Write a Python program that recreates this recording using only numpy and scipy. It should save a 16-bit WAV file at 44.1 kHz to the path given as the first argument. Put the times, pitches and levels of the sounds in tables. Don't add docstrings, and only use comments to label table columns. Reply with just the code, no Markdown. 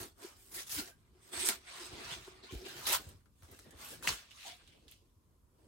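import sys
import numpy as np
from scipy import signal
from scipy.fft import rfft, irfft, next_fast_len
from scipy.io import wavfile

SR = 44100
rng = np.random.default_rng(int(sys.argv[2]) if len(sys.argv) > 2 else 0)


def generate_wav(sig):
    pcm = np.round(np.clip(np.atleast_2d(sig).T, -1, 1) * 32767).astype(np.int16)
    wavfile.write(sys.argv[1], SR, pcm)


N = 250045

# f/Hz, relative level per Hz/dB
RUMBLE_SPECTRUM = [(15, -45.5), (25, -11.5), (43, 0.5), (92, -3), (120, -13.5), (157, -19.5), (190, -20),
                   (217, -11.5), (818, -33), (988, -20.5), (1740, -41.5), (13200, -34.5), (16000, -44)]
RUMBLE_DB = -69.5

# t/s, mean level/dB
STIR_LEVELS = [(0.0, -56), (0.17, -83.5), (0.39, -91), (0.578, -68.5), (1.47, -74.5), (1.71, -77),
               (2.1, -61), (2.32, -68.5), (2.54, -81), (2.7, -63), (3.03, -66), (3.46, -74), (3.84, -66.5),
               (3.99, -62), (4.2, -77.5), (4.75, -73.5), (5.5, -78.5), (5.67, -66.5)]

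# crispness/dB, sheet body/dB, hollow of the sheet/dB, sizzle/dB
CRUMPLES_BY_HAND = [(0.0, 0.017, -51.5, .05, 0.083, 1, 3, 2, -9),
                    (0.218, .01, -63, 0.06, 0.15, 1, 9.5, 1.5, -1.5),
                    (0.231, 0.0055, -56, 0.02, 0.1545, -4, 2.5, -3, -9.5),
                    (0.367, 0.25, -71, -0.6, 0.5, 7.5, -1, -2, 0.5),
                    (0.519, 0.023, -62, -0.2, -0.04, 11.5, 1, -4, -7),
                    (0.546, 0.041, -53.5, -0.05, 0.06, 9, 0, -12.5, -6),
                    (0.589, 0.016, -47, -0.0846, 0.0573, -0.5, -6, -16, -12),
                    (0.67, 0.012, -58.5, 0.01, -0.05, 7.5, -1, -11.5, -10),
                    (0.695, 0.014, -49.5, 0.01, -0.02, 3, -5, -20, -8),
                    (0.718, 0.05, -45.5, 0.02, 0.0323, 5, -5.5, -12.5, -13),
                    (0.785, 0.01, -42, 0.0148, 0.0486, 1.5, -4.5, -5.5, -9),
                    (0.854, 0.029, -58, 0.12, 0.055, 0.5, -1.5, -7, -12),
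                    (1.219, .036, -72, -0.05, 1.5, -12, -15, -4, -4),
                    (1.286, .035, -67, 0.14, 0.3, 1, 8, 0.5, -6),
                    (1.336, 0.14, -44.5, 0.02, 0.09, -6.5, -0.5, -8.5, -1),
                    (1.395, 0.032, -43.5, -0.0245, 0.0342, -2, -9.5, -12.5, 4.5),
                    (1.452, 0.027, -41.5, -0.003, 0.04, 3, -8, -16, 4.5),
                    (1.485, 0.019, -40.5, 0.0149, 0.07, -6.5, -2, -10.5, -8.5),
                    (1.688, 0.055, -53.5, 0.0756, 0.07, -18, 0, -19, -8),
                    (1.771, 0.085, -52, 0.135, 0.08, -8, -2, -11, -6),
                    (1.948, 0.11, -54, 0.4, 0.18, -11, 2.5, -1.5, -14.5),
                    (2.119, 0.015, -43.5, 0.135, 0.0437, -13, -2.5, -14, -15),
                    (2.161, 0.015, -57, 0.3, 0.09, -9.5, 1.5, 5, -8),
                    (2.236, 0.0091, -59.5, 0.36, 0.29, -8, 1, -4.5, -13.5),
                    (2.366, .03, -66.5, 1.34, 0.5, -35, 4, 2.5, -21),
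                    (2.436, 0.017, -57, -0.3, 0.37, -17, -5, -7.5, -16),
                    (2.51, 0.035, -56, 0.01, 0.25, -4.5, -9, 3.5, -21),
                    (2.659, 0.026, -51, 0.02, 0.22, -7.5, -1.5, -1.5, -16),
                    (2.774, 0.039, -54, 0.04, 0.1033, -1.5, 7, -4.5, -10),
                    (2.844, 0.024, -51.5, 0.04, .04, -3.5, 2.5, -8, -12),
                    (2.87, 0.046, -35.5, 0.0067, 0.0522, -3.5, -1, -13.5, -12),
                    (2.924, 0.023, -33.5, 0.0143, 0.0338, 1.5, -1.5, -21.5, -7.5),
                    (2.98, 0.01, -56, -0.07, 0.13, -3, -5.5, -0.5, -13),
                    (3.085, 0.012, -65.5, 2.3, 0.13, -6, 2.5, 3.5, -7),
                    (3.448, 0.026, -73, 0.11, 1.26, 4, -4, 6.5, -2),
                    (3.536, 0.013, -65, 0.08, -0.26, -8, 5, 3, -11),
                    (3.585, 0.0067, -67.5, 0.23, 0.17, -2, 0, -4, -5),
                    (3.666, 0.11, -68.5, 0.06, 1.08, -17, 1, 8, -10),
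                    (3.816, 0.072, -55, 0.0735, 0.13, -2.5, 1, -3.5, -9),
                    (3.911, 0.015, -55, 0.0642, 0.0964, 0, -5, -2.5, -6.5),
                    (4.031, .01, -52, -0.016, 0.0433, 0, -8, -6.5, -12),
                    (4.054, 0.025, -45.5, 0.0335, 0.0982, -4, 1, -6, -13.5),
                    (4.075, 0.016, -37.5, 0, 0.097, -6, -4.5, -12.5, -14),
                    (4.172, 0.016, -55, 0.03, 0.14, -13.5, -6.5, -19, -16),
                    (4.314, 0.011, -65.5, 0.3, 0.15, -21, -4, -4, -15.5),
                    (4.387, 0.063, -56.5, 0.13, 0.094, -9, -10, -27, -14.5),
                    (4.467, 0.018, -48.5, 0.0441, 0.1032, -10.5, -6, -12.5, -15),
                    (4.6, .02, -68.5, -0.1, 0.02, -25, 8, -10, -19),
                    (4.68, .025, -66.5, 0.2, 0.12, -17, -8.5, -7.5, -13),
                    (4.727, .015, -68.5, -0.1, 0.1, -17, -20, -1.5, -21),
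                    (4.827, .03, -75, 1, 0.38, -11, -12, 5, -13.5),
                    (4.887, 0.043, -65, 0, 0.11, -10.5, -23.5, -11.5, -12.5),
                    (5.606, .07, -80.5, 0.1, -1.6, -5, 3, 14.5, -5.5)]
# crispness/dB, sheet body/dB, hollow/dB, sizzle/dB
SHEET_AT_REST = (-93, -5.5, 11.5, 13.5, -1)
ROUNDING = 1.21

# f/Hz, relative level per Hz/dB
FILM_SPECTRUM = [(450, -13), (900, -7), (1600, -4), (3000, -1.5), (5000, -1), (7000, -2.5), (10000, -4.5),
                 (15500, -5.5)]
BUCKLES_PER_S = 6000

# f/Hz, width/Hz, relative level/dB
ROLL_RESONANCES = [(360.3, 45, -2.5), (286, 180, -2), (663, 64.8, -9.5)]
# f/Hz, width of one filter pass/Hz, level over the hollow/dB
OPEN_SHEET_FLAP = (238, 460, -1.5)
UNROLLED_S = 2.96

# t/s, tone level/dB, f/Hz, left over right/dB, broad crack over tone/dB
CREASE_SNAPS = [(0.03, -35, 9100, -12, -14), (1.334, -52.5, 8450, -2.5, -3), (1.378, -37, 690, -3, -13.5),
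                (1.458, -21, 9000, -5.5, -10), (1.4638, -23, 8550, -6.5, -9), (1.4705, -23, 8500, -6.5, -9),
                (1.4878, -15.5, 8650, -8.5, -5), (1.4884, -14.5, 11900, 4, -4.5),
                (1.4892, -18, 3920, 0, -6), (1.4886, -26, 1550, 1, -16), (1.4925, -22, 2050, -0.5, -11),
                (2.247, -44, 3300, -3, -19), (2.276, -40, 890, 2, -29), (2.522, -50, 7540, 5, 7),
                (2.540, -53, 9000, 7, 0), (2.558, -59, 8000, 0, 0), (2.866, -28.5, 4230, 1.5, -10.5),
                (2.874, -28.5, 3880, 1.5, -15.5), (2.922, -29.5, 620, 1, -14), (2.931, -25, 8000, -4.5, -1),
                (2.9375, -26, 910, -1, -2), (2.949, -22, 1100, 2.5, -15.5), (3.089, -47, 13250, 3, -9.5),
                (3.205, -65, 1440, -3, -13), (3.258, -61, 1290, 6.5, -12.5), (3.423, -52, 700, 1, -2),
                (3.4244, -55, 1500, 2, -8), (3.433, -50.5, 1210, 4, 1), (3.447, -54, 1150, 0, -7),
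                (3.487, -56, 804, 0, -10), (3.514, -45.5, 13900, 5, -12), (3.591, -52, 3840, 5, 9),
                (3.5915, -54, 1300, -0.5, -6), (3.597, -52, 6500, 2, 3), (3.668, -58, 1750, 2, -15),
                (3.708, -46.5, 8240, -1, -4), (3.848, -37, 13100, 0.5, -7),
                (3.888, -40.5, 9100, -0.5, -4.5), (4.026, -40, 1430, 6, -2),
                (4.0745, -13.5, 2010, 3, -12.5), (4.0746, -16.5, 2660, -1, -14),
                (4.0805, -19.5, 2250, 0, -15), (4.128, -35.5, 1150, 0, -12), (4.090, -16, 4240, -2.5, -3.5),
                (4.0905, -25.5, 1000, 2.5, -25.5), (4.309, -44, 2900, -5, -15), (4.315, -44, 2950, -3, -13),
                (4.431, -41, 2640, 2, -10), (4.465, -43, 3900, -1, -8), (4.469, -39, 3080, 0, -10),
                (4.676, -50, 3010, -8, -8), (4.872, -69, 2015, 8.5, -15.5), (4.881, -44.5, 3630, -3, -22),
                (4.913, -43, 13470, -2, -13), (4.921, -45, 3430, -1, -25)]
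RING_T60_S, RING_CYCLES = 0.0021, 9.2
RUSTLE_DB, RUSTLE_SHRINKS = -15, 0.22

ROOM_T60_S, ROOM_DB = 0.16, -15.5

# t of the peak/s, peak level/dB, f/Hz, swell/s
HOLLOW_BUMPS = [(.25, -37, 372, 0.0048), (.79, -39.5, 298, 0.01), (2.283, -41.5, 380, 0.0041),
                (2.537, -35, 340, 0.0023), (3.49, -54.5, 330, 0.0024), (3.676, -53, 218, 0.0073)]

# t/s, length to -6 dB/s, start f/Hz, end f/Hz, width/Hz (acts as at least 70), rms level/dB
FILM_CREAKS = [(.565, 0.044, 2004, 1798, 400, -52.5), (.58, 0.026, 3700, 3660, 500, -54),
               (0.766, 0.037, 2203, 2006, 500, -50), (.78, 0.04, 1450, 1430, 98, -52.5),
               (0.88, 0.033, 610, 600, 150, -63.5), (.895, 0.013, 1520, 1540, 40, -71),
               (0.913, 0.025, 1590, 1600, 40, -65), (1.422, 0.053, 370.5, 364, 30, -50),
               (1.659, 0.14, 720, 717, 60, -68), (1.667, 0.049, 2000, 2300, 503, -57),
               (1.751, .1, 1060, 1015, 90, -59), (1.796, 0.078, 371, 357, 30, -59),
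               (1.904, 0.18, 714, 673, 60, -67), (1.998, 0.066, 1250, 1200, 100, -61),
               (2.062, .08, 1341, 1480, 100, -54.5), (2.09, 0.063, 2017, 2050, 200, -64),
               (2.426, .04, 4100, 4120, 700, -58), (2.49, 0.032, 3100, 2990, 600, -56),
               (2.488, 0.029, 1080, 1060, 80, -61), (2.643, 0.042, 2900, 2880, 900, -54),
               (2.661, 0.057, 780, 796, 80, -61.5), (2.68, 0.042, 1572, 1565, 100, -59),
               (2.784, 0.021, 2740, 2690, 900, -55.5), (2.853, 0.025, 4100, 3800, 908, -42),
               (2.892, 0.021, 3780, 3940, 700, -41), (2.927, 0.014, 890, 1000, 250, -38),
               (2.947, 0.0091, 1256, 964, 60, -35.5), (2.961, 0.0093, 964, 900, 100, -42.5),
               (3.642, 0.044, 1890, 1870, 80, -70), (3.703, 0.052, 1793, 1800, 300, -68),
               (3.819, 0.015, 1060, 1110, 50, -56.5), (3.854, 0.015, 2600, 2550, 150, -60),
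               (3.908, .018, 1810, 1780, 120, -61.5), (3.931, 0.024, 1660, 1680, 30, -56.5),
               (3.919, 0.021, 526, 485, 80, -54.5), (4.007, .016, 1820, 1800, 60, -66.5),
               (4.042, 0.027, 950, 1040, 150, -48), (4.028, 0.021, 2620, 2530, 151, -54),
               (4.339, 0.021, 1124, 1110, 150, -65), (4.365, 0.018, 1280, 1230, 150, -65.5),
               (4.288, 0.0085, 1150, 1150, 150, -66), (4.386, 0.053, 2810, 2500, 600, -61),
               (4.401, .06, 4000, 3880, 600, -59), (4.434, 0.01, 1210, 1230, 60, -68),
               (4.45, 0.012, 800, 785, 30, -53.5), (4.463, 0.029, 735, 720, 50, -50.5),
               (4.498, 0.053, 715, 712, 60, -62.5), (4.469, 0.0282, 970, 940, 50, -57.5),
               (4.665, .03, 3800, 3760, 500, -68), (4.702, 0.051, 3220, 3090, 597, -75),
               (4.887, 0.063, 2910, 2785, 500, -71)]
CLEAN_BELOW_HZ, CLEANEST = 70, .55

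# t/s, level before the soft onset/dB, f/Hz, t60/s
FLOOR_THUDS = [(0.727, -47, 90, .1), (0.764, -39, 80, 0.087), (0.789, -32, 197, 0.051),
               (0.81, -50, 75, 0.085), (1.371, -44, 70, 0.11), (1.491, -45.5, 205, 0.14),
               (1.928, -36.5, 75, 0.056), (1.981, -48, 170, .04), (2.117, -42.5, 129, 0.07),
               (2.15, -45.5, 64.7, 0.085), (2.524, -31, 78, 0.054), (2.549, -29.5, 52.4, 0.11),
               (2.755, -44, 109, 0.069), (2.931, -46, 60, 0.13), (3.067, -37.5, 75, 0.099),
               (3.145, -47, 90.5, 0.11), (3.428, -44.5, 75, 0.14), (3.511, -46, 82, 0.1),
               (3.672, -47, 140, 0.064), (3.744, -47.5, 69.4, 0.13), (4.076, -39, 135, 0.16),
               (4.09, -40, 70, 0.11), (4.11, -39.5, 49.7, 0.1), (5.165, -54.5, 78.1, 0.12)]
THUD_LAG_S = 0.0008

# f/Hz, share
BASS_SHARES = [(40, 0.87), (150, .76), (350, 0.75), (700, 0.041), (1100, .1), (2000, 0)]
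# f/Hz, share
TREBLE_SHARES = [(4000, 0.047), (6000, 0.084), (8500, 0.59), (10300, 0.67), (12000, 1), (16000, 1)]
PORT_LEAD_S, IN_PHASE_HZ = .00031, 13450
PORT_PEAK_HZ, PORT_PEAK_WIDTH_HZ, PORT_PEAK_DB = 9800, 300, 2
CUTOFF_HZ = 15850


def from_db(db):
    return 10 ** (np.asarray(db) / 20)


def rms_one(x):
    return x / np.sqrt(np.mean(x ** 2) + 1e-20)


def at_hz(points, hz):
    points = np.array(points)
    return np.interp(np.log(hz), np.log(points[:, 0]), points[:, 1])


def drift(rate_hz):
    pole = np.exp(-80 * np.pi * rate_hz / SR)
    noise = rng.standard_normal(N // 40 + 2002)
    slow = signal.lfilter([1], [1, -2 * pole, pole * pole], noise)[2000:]
    return np.interp(np.arange(N) / 40, np.arange(len(slow)), rms_one(slow))


def ring(clicks, hz, t60):
    pole = from_db(-60 / (t60 * SR))
    angle = 2 * np.pi * hz / SR
    return signal.lfilter([1, 0, -1], [1, -2 * pole * np.cos(angle), pole * pole], clicks + 1e-18)


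def ring_twice(clicks, hz, t60):
    return ring(ring(clicks, hz, t60), hz, t60)


def panned(pan_db):
    return from_db(np.array([[pan_db / 2], [-pan_db / 2]]))


def rumble():
    hz = np.maximum(np.fft.rfftfreq(N, 1 / SR), 5)
    spectrum = rfft(rng.standard_normal((2, N))) * from_db(at_hz(RUMBLE_SPECTRUM, hz))
    noise = rms_one(irfft(spectrum, N))
    bass = signal.sosfilt(signal.butter(2, 300, fs=SR, output="sos"), noise)
    return from_db(RUMBLE_DB) * (noise - bass + bass * from_db(2.0 * drift(5.1)))


def stir():
    band = signal.butter(2, [38, 150], "band", fs=SR, output="sos")
    deep = signal.sosfilt(band, rng.standard_normal((2, N)))
    level_db = np.interp(np.arange(N) / SR, *np.transpose(STIR_LEVELS))
    return from_db(level_db + 2.5 * drift(8)) * rms_one(deep)


def crumpling():
    t = np.arange(0, N + 64, 64) / SR
    s, hold, peak_db, swell, fade, *colours = np.transpose(CRUMPLES_BY_HAND)[:, :, None]
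    before, after = np.maximum(s - t, 0), np.maximum(t - s - hold, 0)
    distance = before / np.maximum(swell, .01) + after / np.maximum(fade, .01)
    power = from_db(peak_db - 20 * distance ** ROUNDING) ** 2
    rest = from_db(SHEET_AT_REST[0]) ** 2
    total = power.sum(axis=0) + rest
    curves = [10 * np.log10(total)]
    for colour, idle in zip(colours, SHEET_AT_REST[1:]):
        curves.append(((power * colour).sum(axis=0) + rest * idle) / total)
    return [np.interp(np.arange(N) / SR, t, curve) for curve in curves]


def crinkle(level_db, crisp_db, body_db, sizzle_db, spread_db, clump_db, patchy_db, cycles):
    sizes_db = spread_db * np.minimum(rng.exponential(1, N), 3.5) + clump_db * drift(31)
    sizes = from_db(sizes_db) * rng.choice([-1, 1], N)
    buckles = sizes * (rng.random(N) < BUCKLES_PER_S / SR)

    def patch(hz, turns):
        struck = buckles * (rng.random((2, N)) < .3)
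        wander_db = patchy_db * (0.76 * drift(8.0) + 0.68 * drift(30.0))
        return from_db(wander_db) * rms_one(ring_twice(struck, hz, turns / hz))

    sizzle = patch(8300, 24.0) + 0.39 * patch(9200, 41.0)
    out = from_db(level_db + sizzle_db) * sizzle * panned(-9.0)
    for hz in np.geomspace(520, 15500, 28):
        dull = np.interp(np.log(hz), np.log([1200, 2700]), [1, 0])
        bright = np.interp(np.log(hz), np.log([3500, 11000]), [0, 1])
        colour_db = at_hz(FILM_SPECTRUM, hz) + 10 * np.log10(hz / 3000)
        gain_db = level_db - 8.5 + colour_db + dull * (body_db + 5.0) + bright * crisp_db
        out += from_db(gain_db) * patch(hz, cycles)
    return out


def hollow(level_db):
    rub = rng.standard_normal((2, N)) * from_db(2.1 * drift(25) + 2.6 * drift(9.0))
    tube = np.zeros((2, N))
    for hz, width_hz, db in ROLL_RESONANCES:
        tube += from_db(db) * rms_one(ring_twice(rub, hz, 1.4 / width_hz))
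    hz, width_hz, flap_db = OPEN_SHEET_FLAP
    flap = from_db(flap_db) * rms_one(ring_twice(rub, hz, 2.36 / width_hz))
    rolled = np.clip((UNROLLED_S - np.arange(N) / SR) / 0.04, 0, 1)
    return from_db(level_db) * (rolled * rms_one(tube) + (1 - rolled) * flap)


def snaps():
    out, t = np.zeros((2, N)), np.arange(8192) / SR
    for s, peak_db, hz, pan_db, crack_db in CREASE_SNAPS:
        noise = rng.standard_normal((2, len(t)))
        crack = noise * from_db(crack_db - 60 * t / 0.0026)
        rustle_db = RUSTLE_DB - RUSTLE_SHRINKS * (peak_db + 40.5)
        film = .5 * noise + rms_one(ring(noise, hz, 4.1 / hz))
        rustle = film * from_db(rustle_db - 60 * t / 0.078)
        t60 = RING_T60_S + RING_CYCLES / hz
        onset = np.minimum(hz * t, 1)
        tone = np.sin(2 * np.pi * hz * t) * onset * from_db(-60 * t / t60)
        start = round(s * SR)
        out[:, start:start + len(t)] += from_db(peak_db) * panned(pan_db) * (crack + rustle + tone)
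    return signal.sosfilt(signal.butter(2, 500, "high", fs=SR, output="sos"), out)


def room(x):
    size = next_fast_len(N + SR)
    hz = np.fft.rfftfreq(size, 1 / SR)
    t60 = ROOM_T60_S / (1 + hz / 9000)
    response = np.zeros((2, len(hz)), complex)
    for k, lag in enumerate(rng.uniform(.004, .022, 16)):
        loop = from_db(-60 * lag / t60) * np.exp(-2j * np.pi * hz * lag)
        response[k % 2] += loop / (1 - loop) * (-1) ** (k // 2)
    return irfft(response * rfft(x, size), size)[:, :N]


def bumps():
    t, out = np.arange(N) / SR, np.zeros(N)
    for s, db, hz, swell in HOLLOW_BUMPS:
        out += from_db(db) * np.cos(2 * np.pi * hz * (t - s)) * np.exp(-abs(t - s) / swell)
    return out


def creaks():
    out = np.zeros((2, N))
    for s, length, hz, end_hz, width_hz, level_db in FILM_CREAKS:
        t = np.arange(round(2 * length * SR)) / SR
        slips = rng.standard_normal((2, SR // 2)) + 1j * rng.standard_normal((2, SR // 2))
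        lowpass = signal.butter(2, max(width_hz, 70) / SR)
        slips = signal.lfilter(*lowpass, slips)[:, -len(t):]
        slips = slips / np.sqrt(np.mean(abs(slips) ** 2))
        clean = CLEANEST * np.exp(-(width_hz / CLEAN_BELOW_HZ) ** 2)
        swing = np.sqrt(clean) + np.sqrt(1 - clean) * slips
        glide = np.cumsum(hz + (end_hz - hz) * np.minimum(t / length, 1)) / SR
        voiced = np.sqrt(2) * np.real(swing * np.exp(2j * np.pi * glide))
        envelope = np.minimum(t / .004, 1) * from_db(level_db - 6 * (t / length) ** 4)
        start = round(s * SR)
        out[:, start:start + len(t)] += voiced * envelope
    return out


def thuds():
    out, t = np.zeros((2, N)), np.arange(8192) / SR
    sides = rng.choice([-1, 1], len(FLOOR_THUDS))
    for (s, peak_db, hz, t60), side in zip(FLOOR_THUDS, sides):
        cycles = hz * (t + 0.004 * (1 - np.exp(-t / 0.0045)))
        onset = 1 - np.exp(-t / 0.0049)
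        push = np.sin(2 * np.pi * cycles) * onset * from_db(peak_db - 60 * t / t60)
        for port, lag_s in zip(out, (side * THUD_LAG_S / 2, -side * THUD_LAG_S / 2)):
            start = round((s + lag_s) * SR)
            port[start:start + len(t)] += push
    return out


def shared(pair, shares, lead_s=0):
    size = next_fast_len(N + 4096)
    hz = np.maximum(np.fft.rfftfreq(size, 1 / SR), 5)
    left, right = rfft(pair, size)
    share = np.clip(at_hz(shares, hz), 0, 1)
    lead = np.exp(2j * np.pi * (hz - IN_PHASE_HZ) * lead_s)
    mixed = share * lead * left + np.sqrt(1 - share ** 2) * right
    return irfft(np.array([left, mixed]), size)[:, :N]


def scene():
    level_db, crisp_db, body_db, hollow_db, sizzle_db = crumpling()
    film = crinkle(level_db, crisp_db, body_db, sizzle_db,
                   spread_db=1.5, clump_db=0.04, patchy_db=2.5, cycles=14.7)
    sheet = film + snaps() + creaks()
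    echoes = from_db(ROOM_DB) * room(sheet)
    spread = rumble() + stir() + sheet + hollow(level_db + hollow_db) + echoes
    return shared(spread, BASS_SHARES) + bumps() + thuds()


def record(dry):
    left, right = shared(dry, TREBLE_SHARES, PORT_LEAD_S)
    cavity = signal.iirpeak(PORT_PEAK_HZ, PORT_PEAK_HZ / PORT_PEAK_WIDTH_HZ, SR)
    right = right + (from_db(PORT_PEAK_DB) - 1) * signal.lfilter(*cavity, right)
    pair = signal.sosfilt(signal.butter(3, 39, "high", fs=SR, output="sos"), [left, right])
    return signal.sosfilt(signal.ellip(10, .5, 70, CUTOFF_HZ, fs=SR, output="sos"), pair)


dry = scene()
out = record(dry)
generate_wav(out)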